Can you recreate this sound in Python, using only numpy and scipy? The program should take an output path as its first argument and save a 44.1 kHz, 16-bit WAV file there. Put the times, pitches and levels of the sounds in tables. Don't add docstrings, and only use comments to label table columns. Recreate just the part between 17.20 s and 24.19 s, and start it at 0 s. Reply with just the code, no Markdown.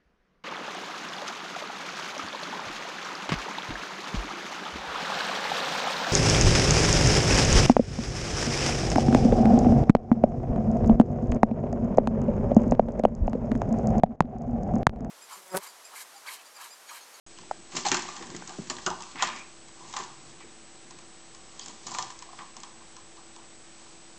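import sys
import numpy as np
from scipy import signal
from scipy.fft import rfft, irfft
from scipy.io import wavfile
from scipy.ndimage import uniform_filter1d

SR = 44100
rng = np.random.default_rng(int(sys.argv[2]) if len(sys.argv) > 2 else 0)


def voltage_ratio(level):
    return 10 ** (np.asarray(level, float) / 20)


def log_audio(samples):
    frames = np.atleast_2d(samples).T
    limited = np.clip(frames, -1, 1)
    pcm = np.round(limited * 32767).astype(np.int16)
    wavfile.write(sys.argv[1], SR, pcm)


N = 308192
T = np.arange(N) / SR


def level(x, db):
    return x * voltage_ratio(db) / np.sqrt(np.mean(x ** 2))


def ring(x, hz, width):
    return signal.lfilter(*signal.iirpeak(hz, hz / width, fs=SR), x)


def walk(rate):
    hold = int(SR / rate)
    steps = np.repeat(rng.standard_normal(N // hold + 1), hold)
    return 0.562 * uniform_filter1d(uniform_filter1d(steps, hold), hold)[:N]


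def background():
    # frequency in Hz, density in dB per Hz.
    hiss_curve = [(12, -46), (20, -13), (34, -15), (49, -16), (141, -13.5), (326, -13.5), (389, -13),
                  (2080, -21.5), (6670, -26), (7970, -24.5)]
    # frequency in Hz, wander in Hz, rms level in dB.
    hum_partials = [(333.5, 0.6, -60), (763.6, 2.5, -67), (228.9, 1.4, -69), (190.8, 1.87, -73),
                    (124.7, 1.1, -79)]
    hiss_db, whine_db, whine_hz = -54, -56.5, 7874.02
    frame_hz, frame_start_s = 30, .005

    f = np.fft.rfftfreq(N, 1 / SR)
    curve_hz, curve_db = np.transpose(hiss_curve)
    colour = voltage_ratio(np.interp(np.log(f + 1), np.log(curve_hz), curve_db))
    hiss = irfft(rfft(rng.standard_normal(N)) * colour, N)
    hum = 0
    for hz, wander, db in hum_partials:
        swing = voltage_ratio(db + 1 + 1.1 * walk(3.9))
        hum = hum + swing * np.sin(2 * np.pi * np.cumsum(hz + wander * walk(6)) / SR)
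    whine = np.sqrt(2) * voltage_ratio(whine_db) * np.sin(2 * np.pi * whine_hz * T)
    flip = np.sign(np.sin(np.pi * frame_hz * (T - frame_start_s)))
    return level(hiss, hiss_db) + hum + flip * whine


def pings():
    # start in seconds,
    # peak in dB, frequency in Hz, fade in ms.
    shell_pings = [(.2345, -44.5, 900, 1.9), (.552, -30, 875, 0.96), (.692, -38, 994, 4.5),
                   (0.757, -28, 4440, 1.2), (.8545, -34.5, 810, 1.5), (0.887, -27.5, 1060, 1.45),
                   (.907, -41, 2000, 2), (1.013, -39.5, 1870, 1.6), (1.046, -40.5, 1770, 1.5),
                   (1.148, -35.5, 2030, 2.2), (1.295, -41.5, 755, 6.5), (1.307, -37, 780, 3),
                   (1.321, -41.5, 757, 2.7), (1.567, -35.5, 3620, 1.1), (1.585, -31.5, 1760, 0.95),
                   (1.664, -24.5, 1410, 2.4), (1.704, -27.5, 1052, 2.4), (1.713, -24, 871, 3.3),
                   (1.724, -29.5, 1030, 3.4), (1.734, -34.5, 860, 3.3), (1.99, -33, 2270, 3.4),
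                   (1.998, -28.5, 1094, 2.6), (2.005, -28, 2510, 2.2), (2.013, -35.5, 1087, 3.4),
                   (2.035, -20.5, 880, 1.7), (2.085, -26.5, 1127, 2.6), (2.743, -34.5, 886, 1.9),
                   (2.768, -26.5, 1040, 3.5), (2.778, -31, 1060, 2.3), (2.802, -33, 993, 3),
                   (2.823, -32, 954, 3), (4.3966, -33, 3270, 1.5), (4.411, -40.5, 3220, 3),
                   (4.494, -43.5, 6940, 4.8), (4.509, -39, 6840, 1.9), (4.494, -45, 990, 10),
                   (4.717, -41.5, 1040, 3), (4.7488, -26, 1003, 2), (4.754, -30, 1070, 1.8),
                   (4.766, -33, 1000, 3.1), (4.787, -25.5, 1006, 2.3), (4.793, -27, 923, 1.5),
                   (4.803, -34, 1008, 3.3), (4.808, -35.5, 996, 3.4), (0.659, -27.5, 4230, 7),
                   (0.67, -31, 4200, 5.5), (.6345, -35, 4850, 2.2), (0.067, -45, 6530, 5),
                   (.651, -24.5, 843, 7.1), (.664, -21, 802, 4.5), (.718, -28, 1926, 2.8),
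                 (.727, -28, 361, 14), (0.748, -27, 1460, 3.4), (.772, -31, 2180, 3),
                 (1.2233, -38, 1500, 1.5), (1.292, -41, 1590, 3.3), (1.335, -45, 1464, 5.3),
                 (1.502, -36, 1180, 3.8), (1.512, -38.5, 617, 7.5), (1.665, -26.5, 1520, 7.8),
                 (1.674, -24.5, 1153, 6.1), (1.677, -29.5, 647, 6), (1.695, -33, 1300, 4),
                 (1.957, -40, 1960, 2), (0.3121, -33.5, 1550, 0.8), (2.025, -20.5, 1410, 2.1),
                 (2.074, -30, 3820, 1.7), (2.113, -39, 1150, 2.5), (2.14, -40, 2473, 3.2),
                 (2.051, -35, 986, 3.4), (2.062, -30, 1050, 4), (2.212, -41.5, 2390, 3),
                 (2.224, -45, 2500, 2.1), (2.764, -37, 2940, 3.6), (2.766, -35, 4880, 2.6),
                 (3.242, -45.5, 439, 4.7), (4.748, -34, 2290, 1.8), (4.832, -35.5, 780, 7.8),
                 (4.902, -38, 1043, 4), (4.922, -42, 1096, 3.3), (5.024, -41, 1002, 3.8),
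                 (5.368, -43, 710, 2), (5.436, -37, 1102, 3.5), (5.401, -42.5, 6650, 1.8),
                 (5.189, -39, 1100, 3.5), (5.208, -37.5, 1146, 5.7), (5.232, -42, 1096, 4),
                 (5.088, -41.5, 1078, 6), (5.131, -45.5, 1075, 2.7), (4.411, -44, 4720, 4.5),
                   (.3158, -39, 669, 4), (0.7237, -28, 6840, 1.2), (.77, -33, 7000, 2.1),
                   (1.35, -44, 830, 2.3), (1.49, -42.5, 4500, 2.5), (1.499, -22, 4670, 1.3),
                   (1.4992, -27, 6460, 1.5), (1.663, -18, 6660, 0.75), (1.664, -28, 2896, 4),
                   (1.7027, -28, 6170, 1.1), (1.472, -39.5, 6770, 1.8), (1.984, -43, 4940, 4.3),
                   (1.995, -42, 5230, 2.7), (1.685, -29.5, 1420, 3.5), (2.611, -47, 992, 14),
                   (2.697, -43, 990, 6.4), (4.3943, -26, 6800, 0.78), (4.3943, -30, 4600, .8),
                   (4.46, -36.5, 5700, 0.84), (4.709, -33, 7260, 3.4), (4.741, -35, 6500, 2.3),
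                   (4.903, -37, 7330, 1.5), (5.098, -47, 1090, 3.4), (5.367, -42, 3330, 2.2),
                   (5.442, -45, 3210, 2.7), (5.62, -49, 1070, 5.5), (5.783, -50, 1063, 8),
                   (6.163, -47, 3350, 2.4), (6.187, -45, 905, 2), (6.194, -48.5, 1048, 6.3)]
    swell_share, split = 0.55, 0.055

    out, t = np.zeros(N), np.arange(SR // 10) / SR
    for s, db, hz, ms in shell_pings:
        fade = max(ms, .5) / 1000
        pair = np.sin(2 * np.pi * hz * t) + .4 * np.sin(2 * np.pi * hz * (1 + split) * t)
        swell = 1 - np.exp(-t / (swell_share * fade))
        out[int(s * SR):][:len(t)] += voltage_ratio(db) * swell * np.exp(-t / fade) * pair * 2
    return out


def rubs():
    rub_starts = [.651, .662, 1.664, 1.831, 3.203, 4.405, 4.41, 2.1, 1.975, .7, 1.55, 1.135, .174, 5.61,
                  5.068, 2.9, .725, 4.77]
    # rms level in dB, frequency in Hz, width in Hz, length in ms, fade in ms.
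    rub_tones = [(-35.5, 793, 200, 24, 1.6), (-38.5, 7800, 600, 13, 2.1), (-30.5, 1300, 170, 3.4, 9.4),
                 (-43.5, 2600, 1100, 2.1, 2.2), (-56, 2250, 580, 31, 2.8), (-61, 3100, 520, 40, 9.5),
                 (-49.5, 4800, 800, 26, 4), (-52, 2340, 350, 116, 15), (-47.5, 1900, 670, 88, 9.3),
                 (-50, 100, 53, 38, 33), (-61, 66, 37, 150, 78), (-64, 100, 41, 15, 16),
                 (-49.5, 3000, 410, 2.1, 2.4), (-57.5, 1000, 150, 14, 9.9), (-57, 720, 110, 37, 13),
                 (-65, 146, 36, 270, 26), (-42.5, 290, 21, 32, 22), (-58.5, 120, 55, 32, 27)]
    out = 0
    for s, (db, hz, width, length, fade) in zip(rub_starts, rub_tones):
        ms = 1000 * (T - s)
        press = (ms > 0) * np.exp(-np.maximum(ms - length, 0) / fade)
        gain = voltage_ratio(db) * np.sqrt(SR / width)
        out = out + gain * ring(ring(press * rng.standard_normal(N), hz, width), hz, width)
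    return out


def contacts():
    # start in seconds, crack peak in dB,
    # depth in dB of the hollow ring over the crack, chatter in ms.
    claw_hits = [(.5657, -15, -16, 4.7), (.312, -32.5, -23, 1.9), (.7225, -20, -4.5, 3.2),
                 (.6845, -13.5, -17, 4.4), (.821, -24.5, -18, 4.3), (1.068, -36.5, -30, 3.2),
                 (1.101, -32, -5, 3.5), (1.1639, -24.5, -30, 3), (1.274, -28, -15, 5.3),
                 (1.4985, -17, -13, 3.5), (1.6628, -17, -5.5, 3.2), (1.822, -21.5, -41, 1.1),
                 (1.836, -29.5, -31, 1.2), (2.1605, -31.5, -6, 4.6), (2.6854, -41, -35, 3.2),
                 (2.7267, -29.5, -14, 2.8), (2.799, -40, -23, 3.1), (3.707, -32, -8.5, 5),
                 (4.147, -34, -8.5, 4.4), (4.3942, -25, -17, 1.2), (4.4595, -29.5, -34, 2.4),
                 (4.482, -30, -13, 2.3), (4.6658, -24.5, -8, 11), (4.7155, -28, -15, 2.8),
                 (4.708, -37, -34, 4.3), (.5785, -24, -24, 1.6), (.59, -29, -24, 2),
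                 (.608, -37.5, -30, 3.1), (.98, -34.5, -20, 2.5), (4.8243, -20.5, -24, 2.6),
                 (4.9896, -29, -25.5, 1.8), (5.366, -28.5, -7, 2.9), (5.4013, -34.5, -25, 3.8)]
    ball_hits = [(.186, -36, -2, 1.95), (0.6503, -21.5, -7.5, 10.5), (0.667, -25, -3, 3.9),
                 (0.7435, -14.5, -4, 3.5), (1.293, -32.5, -4.5, 5.3), (1.7019, -25, -2.5, 2),
                 (1.8054, -33, 2.5, 3.2), (2.8362, -29, -8, 3.3), (3.7866, -37.5, -3.5, 4.5),
                 (4.7403, -30, -15, 3), (5.1308, -43.5, 9, 1.8), (5.219, -42.5, 0.5, 2.8),
                 (5.4333, -28.5, -5.5, 2.8), (5.7657, -32.5, -6, 1.7), (5.9684, -42.5, -3.5, 6.7),
                 (6.1623, -34.5, -4.5, 1.8)]
    rim_hits = [(0.2124, -40, -12, 1.9), (.793, -32, -4, 2.6), (0.5188, -39, -3, 11),
                (0.716, -9.5, -11, 1.56), (0.768, -20, -14.5, 3.3), (0.8872, -32.5, 2.5, 2.2),
                (.9634, -31.5, -8, 5.4), (1.0238, -35, -4.5, 4.1), (1.1475, -36, -7, 4.2),
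                (1.471, -39.5, -9, 3), (1.5664, -35, -4.5, 1.9), (1.584, -36, 1, 5),
                (1.9567, -38, 7.5, 1.1), (2.0233, -12.5, -2, 2.8), (2.0724, -25, 2.5, 3.1),
                (2.0866, -33.5, 5.5, 2.6), (2.483, -41, -3.5, 4.2), (2.7376, -29, 3, 4.8),
                (2.7641, -25.5, 1, 5.1), (3.204, -44.5, 5.5, 2.9), (4.7481, -30, 1.5, 2.1),
                (4.785, -21.5, -6.5, 2.4), (4.9025, -34, -3.5, 3), (5.0228, -32.5, -6, 4),
                (5.188, -42, 5, 3)]
    # snap in dB, wall in dB, both over the crack.
    knock_colour = [
        (-12, -16),
        (-5.5, -11),
        (-5.5, -3.5),
    ]
    # start in seconds, peak in dB, chatter in ms.
    weight_hits = [(0.534, -32, 11), (0.719, -28, 1.8), (1.002, -34, 9.5), (1.096, -33, 4.8),
                   (1.146, -33.5, 2.3), (1.273, -47, 2.1), (1.497, -41, 4.3), (1.566, -42, 3.1),
                   (1.663, -25.5, 6.6), (1.95, -40, 2.5), (2.021, -38.5, 5.6), (2.797, -36, 4),
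                   (2.899, -51.5, 4.2), (3.042, -49, 6.1), (3.239, -44.5, 2.6), (4.499, -46, 6.4),
                   (4.662, -40.5, 3), (5.36, -44, 5.8), (6.157, -48, 3.3)]
    snap_per_depth, wall_per_depth = 0.14, 0.14

    knocks = np.concatenate([claw_hits, ball_hits, rim_hits])
    counts = [len(claw_hits), len(ball_hits), len(rim_hits)]
    snap, wall = np.repeat(knock_colour, counts, axis=0).T
    _, crack, depth, _ = knocks.T
    return [(knocks, crack),
            (knocks, crack + snap + snap_per_depth * depth),
            (knocks, crack + depth),
            (knocks, crack + wall + wall_per_depth * depth),
            (weight_hits, np.array(weight_hits)[:, 1])]


def effort(moves, extra_db=0):
    total = voltage_ratio(-72.5)
    coarse = T[::32]
    for (s, db, swell, fade, *_), more in zip(moves, np.broadcast_to(extra_db, len(moves))):
        ms = 1000 * (coarse - s)
        distance = np.where(ms < 0, -ms / max(swell, 1), ms / max(fade, 1))
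        total = total + voltage_ratio(db + more) * np.exp(-distance)
    return np.interp(T, coarse, 20 * np.log10(total))


def drags():
    # peak time in seconds, level in dB, swell in ms, fade in ms.
    scrape_moves = [(.2, -55, 240, 140), (.568, -30, 21, 50), (.664, -26, 3.5, 23), (.72, -32, 3.9, 105),
                    (.9, -48.5, 80, 520), (1.35, -50, 110, 170), (1.502, -31, 0.9, 13),
                    (1.64, -46.5, 57, 33), (1.666, -26.5, 2.1, 9.3), (1.92, -46.5, 160, 15),
                    (2.0, -42, 12, 14), (2.026, -27, 4.2, 23), (2.18, -47, 75, 65), (2.7, -44.5, 83, 95),
                    (2.766, -38, 6, 57), (3.1, -52.5, 110, 35), (4.35, -56, 170, 30),
                    (4.396, -46.5, 3.4, 80), (4.49, -47, 71, 84), (4.667, -45, 23, 130),
                    (4.757, -36.5, 32, 30), (4.786, -38, 4, 65), (5.02, -60, 40, 23), (5.185, -51, 71, 45),
                    (5.367, -49.5, 4.3, 18), (5.433, -57, 14, 45), (6.59, -53.5, 11, 180)]
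    # peak time in seconds, level in dB, swell in ms, fade in ms.
    roll_moves = [(.2, -59.5, 13, 120), (5.47, -46.5, 24, 49), (.566, -37.5, 26, 47), (.655, -29, 3, 26),
                  (.727, -29, 13, 47), (.95, -41, 57, 125), (1.33, -47.5, 71, 82), (1.51, -36, 10, 43),
                  (1.666, -26.5, 1, 17), (1.69, -37.5, 6.1, 73), (1.85, -49, 70, 72), (2.015, -34, 26, 12),
                  (2.027, -23.5, 2.1, 9.1), (2.14, -41, 22, 60), (2.61, -47, 44, 230), (2.79, -35, 15, 52),
                  (3.22, -59.5, 96, 23), (3.714, -60.5, 13, 13), (4.35, -58, 240, 55),
                  (4.49, -48.5, 80, 54), (4.72, -43.5, 42, 37), (4.8, -35.5, 46, 46), (5.03, -56.5, 3, 12),
                  (5.11, -55, 69, 65), (5.21, -38.5, 17, 26), (5.369, -51, 2.4, 33), (5.77, -47.5, 3.2, 25),
                  (5.975, -50, 8, 26), (6.17, -53.5, 8, 42), (6.59, -57.5, 20, 240)]
    # peak time in seconds, level in dB, swell in ms, fade in ms,
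    # weight on the floor in dB.
    rock_moves = [(.19, -58, 7.8, 68, 6.5), (.4, -65, 88, 38, 12.5), (.566, -35.5, 18, 37, -3),
                  (.652, -33.5, 5, 28, 0.5), (.722, -27, 6.4, 64, -9), (1.0, -51.5, 100, 200, -2.5),
                  (1.187, -54, 100, 160, 3.5), (1.39, -54.5, 11, 110, 10.5), (1.502, -32, 1.2, 9.7, -7),
                  (1.668, -36, 1.2, 19, -12.5), (1.958, -46, 1.2, 15, 4.5), (2.017, -29.5, 24, 19, -26),
                  (2.04, -30, 14, 62, -14), (2.179, -54, 40, 32, 4.5), (2.677, -59, 78, 79, 10),
                  (2.767, -38, 7.1, 38, -17), (3.05, -75.5, 63, 110, 7), (3.226, -58.5, 68, 15, 2),
                  (3.75, -64, 130, 83, 11.5), (4.49, -55.5, 95, 44, 3), (4.7, -55, 33, 95, 7),
                  (4.786, -48.5, 8.1, 63, -2.5), (5.19, -42.5, 3, 32, -10.5), (5.4, -59.5, 24, 61, 1.5)]
    scrape = effort(scrape_moves)
    weight = effort(rock_moves, np.array(rock_moves)[:, -1])
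    return scrape, scrape, effort(roll_moves), effort(rock_moves), weight


def chatter(events, db, share):
    lag_s, blow_share = .0005, 1.6
    blows, rattle, t = np.zeros(N), np.zeros(N + SR), np.arange(SR // 8) / SR
    for (s, *_, ms), peak in zip(events, voltage_ratio(db)):
        s = s + lag_s
        fade = max(ms * share, .3) / 1000
        bite = 1 - np.exp(-t / (0.23 * fade))
        decay = np.exp(-t / fade) + 0.1 * np.exp(-t / (6.2 * fade))
        rattle[int(s * SR):][:len(t)] += peak * bite * decay
        blows[int(s * SR)] = blow_share * peak * np.sqrt(fade * SR / 2) * min(2.34 / ms, 1)
    return blows, rattle[:N]


def scratch(db, grit_db=4.0, lump_db=1.0):
    size = np.minimum(rng.exponential(1, N // 20 + 1), 3.5)
    grains = np.repeat(size, 20)[:N]
    return level(voltage_ratio(grit_db * grains + lump_db * walk(40)), 0) * voltage_ratio(db)


def family(force, modes, broad_db, hz, width):
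    def shape(x):
        rattle = ring(ring(x, hz, width), hz, width)
        sharp = sum((-1) ** k * voltage_ratio(db) * ring(x=rattle, hz=f, width=w) for k, (f, w, db) in enumerate(modes))
        return sharp + voltage_ratio(broad_db - 9.0) * rattle
    impulse = np.eye(1, SR)[0]
    return shape(force) / np.sqrt(np.sum(shape(impulse) ** 2))


def toy():
    # frequency in Hz, width in Hz, level in dB.
    crack_modes = [(5150, 160, 0), (5950, 220, 11.5), (6480, 870, 2), (6860, 280, 13.5), (7410, 400, 5)]
    snap_modes = [(2840, 250, -16), (3342, 44, 7), (4250, 110, -2.5), (4744, 270, 4.5)]
    hollow_modes = [(780, 87, -3), (926.5, 36, 0), (1033, 165, -5.5), (1193, 37, 1.5), (1300, 28, -14.5)]
    wall_modes = [(1420, 42, -25), (1770, 60, 8.5), (2130, 180, -19), (2240, 30, -19.5), (2790, 110, -15.5)]
    thud_modes = [(176.4, 14, -3.5), (227.2, 4.2, 2), (366.2, 16, 2), (111.4, 30, -2.5)]
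    # knock offset in dB, drag offset in dB, broad rattle in dB,
    # rattle centre in Hz, rattle width in Hz.
    family_mix = [
        (-6, -4.5, 13, 6850, 6600),
        (-4, -11.5, 8.5, 3700, 4100),
        (-10, -7, -5, 1002, 610),
        (-5.5, -5.5, 10, 1630, 2800),
        (-6, -4.5, 1.5, 220, 293),
    ]
    chatter_share = [.45, .55, 1.3, .8, 2.5]

    all_modes = (crack_modes, snap_modes, hollow_modes, wall_modes, thud_modes)
    out = 0
    for (events, peak_db), drag, modes, share, (hit_db, drag_db, *broad) in zip(
            contacts(), drags(), all_modes, chatter_share, family_mix):
        blows, rattle = chatter(events, peak_db + hit_db, share)
        rough = rattle + scratch(drag + drag_db)
        out = out + family(blows + rough * rng.standard_normal(N), modes, *broad)
    return out


def bumps():
    bump_starts = [.3112, .3116, 1.38525, 1.3913, 1.2215]
    bump_squash = [0, 0, .3, .4, 0]
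    # peak in dB, frequency in Hz, swell in ms, hold in ms, fade in ms.
    bump_tones = [
        (-13.5, 790, 1.42, 2.06, 1.1),
        (-17.5, 1300, 0.74, 0.51, 1.1),
        (-31, 333, 1.3, 6, .5),
        (-30.5, 187, .6, 11.8, .6),
        (-32.5, 840, 0.99, 1.5, 1.8),
    ]
    out = 0
    for s, squash, (db, hz, swell, hold, fade) in zip(bump_starts, bump_squash, bump_tones):
        ms = 1000 * np.maximum(T - s, 0)
        push = (1 - np.exp(-(ms / swell) ** 2)) * np.exp(-np.maximum(ms - hold, 0) / fade)
        turn = 2 * np.pi * hz * ms / 1000
        out = out + voltage_ratio(db) * push * (np.sin(turn) + squash * np.cos(2 * turn))
    return out


def kitchen(x):
    t60_s, wash_db, top_hz = 0.49, -13.5, 5300
    t = np.arange(SR // 2) / SR
    wash = rng.standard_normal(len(t)) * voltage_ratio(-60 * t / t60_s) * (t > .004)
    wash = signal.lfilter(*signal.butter(1, top_hz, fs=SR), wash)
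    wash = wash / np.sqrt(np.sum(wash ** 2))
    return x + voltage_ratio(wash_db) * signal.fftconvolve(x, wash)[:N]


def scene():
    room = kitchen(toy() + rubs() + pings())
    dulled = signal.lfilter(*signal.butter(4, 7500, fs=SR), room)
    return (dulled + bumps() + background())[None]


def roll_off(x):
    return signal.sosfilt(signal.butter(12, 9270, fs=SR, output="sos"), x)


def record(dry):
    up, down = 441, 160
    step, offset = 2 ** -7.5, .00035
    smooth_hz, smooth_beta, start_s = 8031, 8.2, 0.064

    pad = np.pad(dry[0], (0, up - N % up))
    size = len(pad) // up * down
    slow = irfft(rfft(pad)[:size // 2 + 1], size) * down / up
    steps = step * np.floor((slow + offset) / step)
    taps = signal.firwin(numtaps=32 * up + 1, cutoff=smooth_hz, window=("kaiser", smooth_beta), fs=SR * down)
    smooth = signal.resample_poly(steps, up, down, window=taps)[None, :N]
    return roll_off(smooth * (T > start_s))


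dry = scene()
out = record(dry)
log_audio(out)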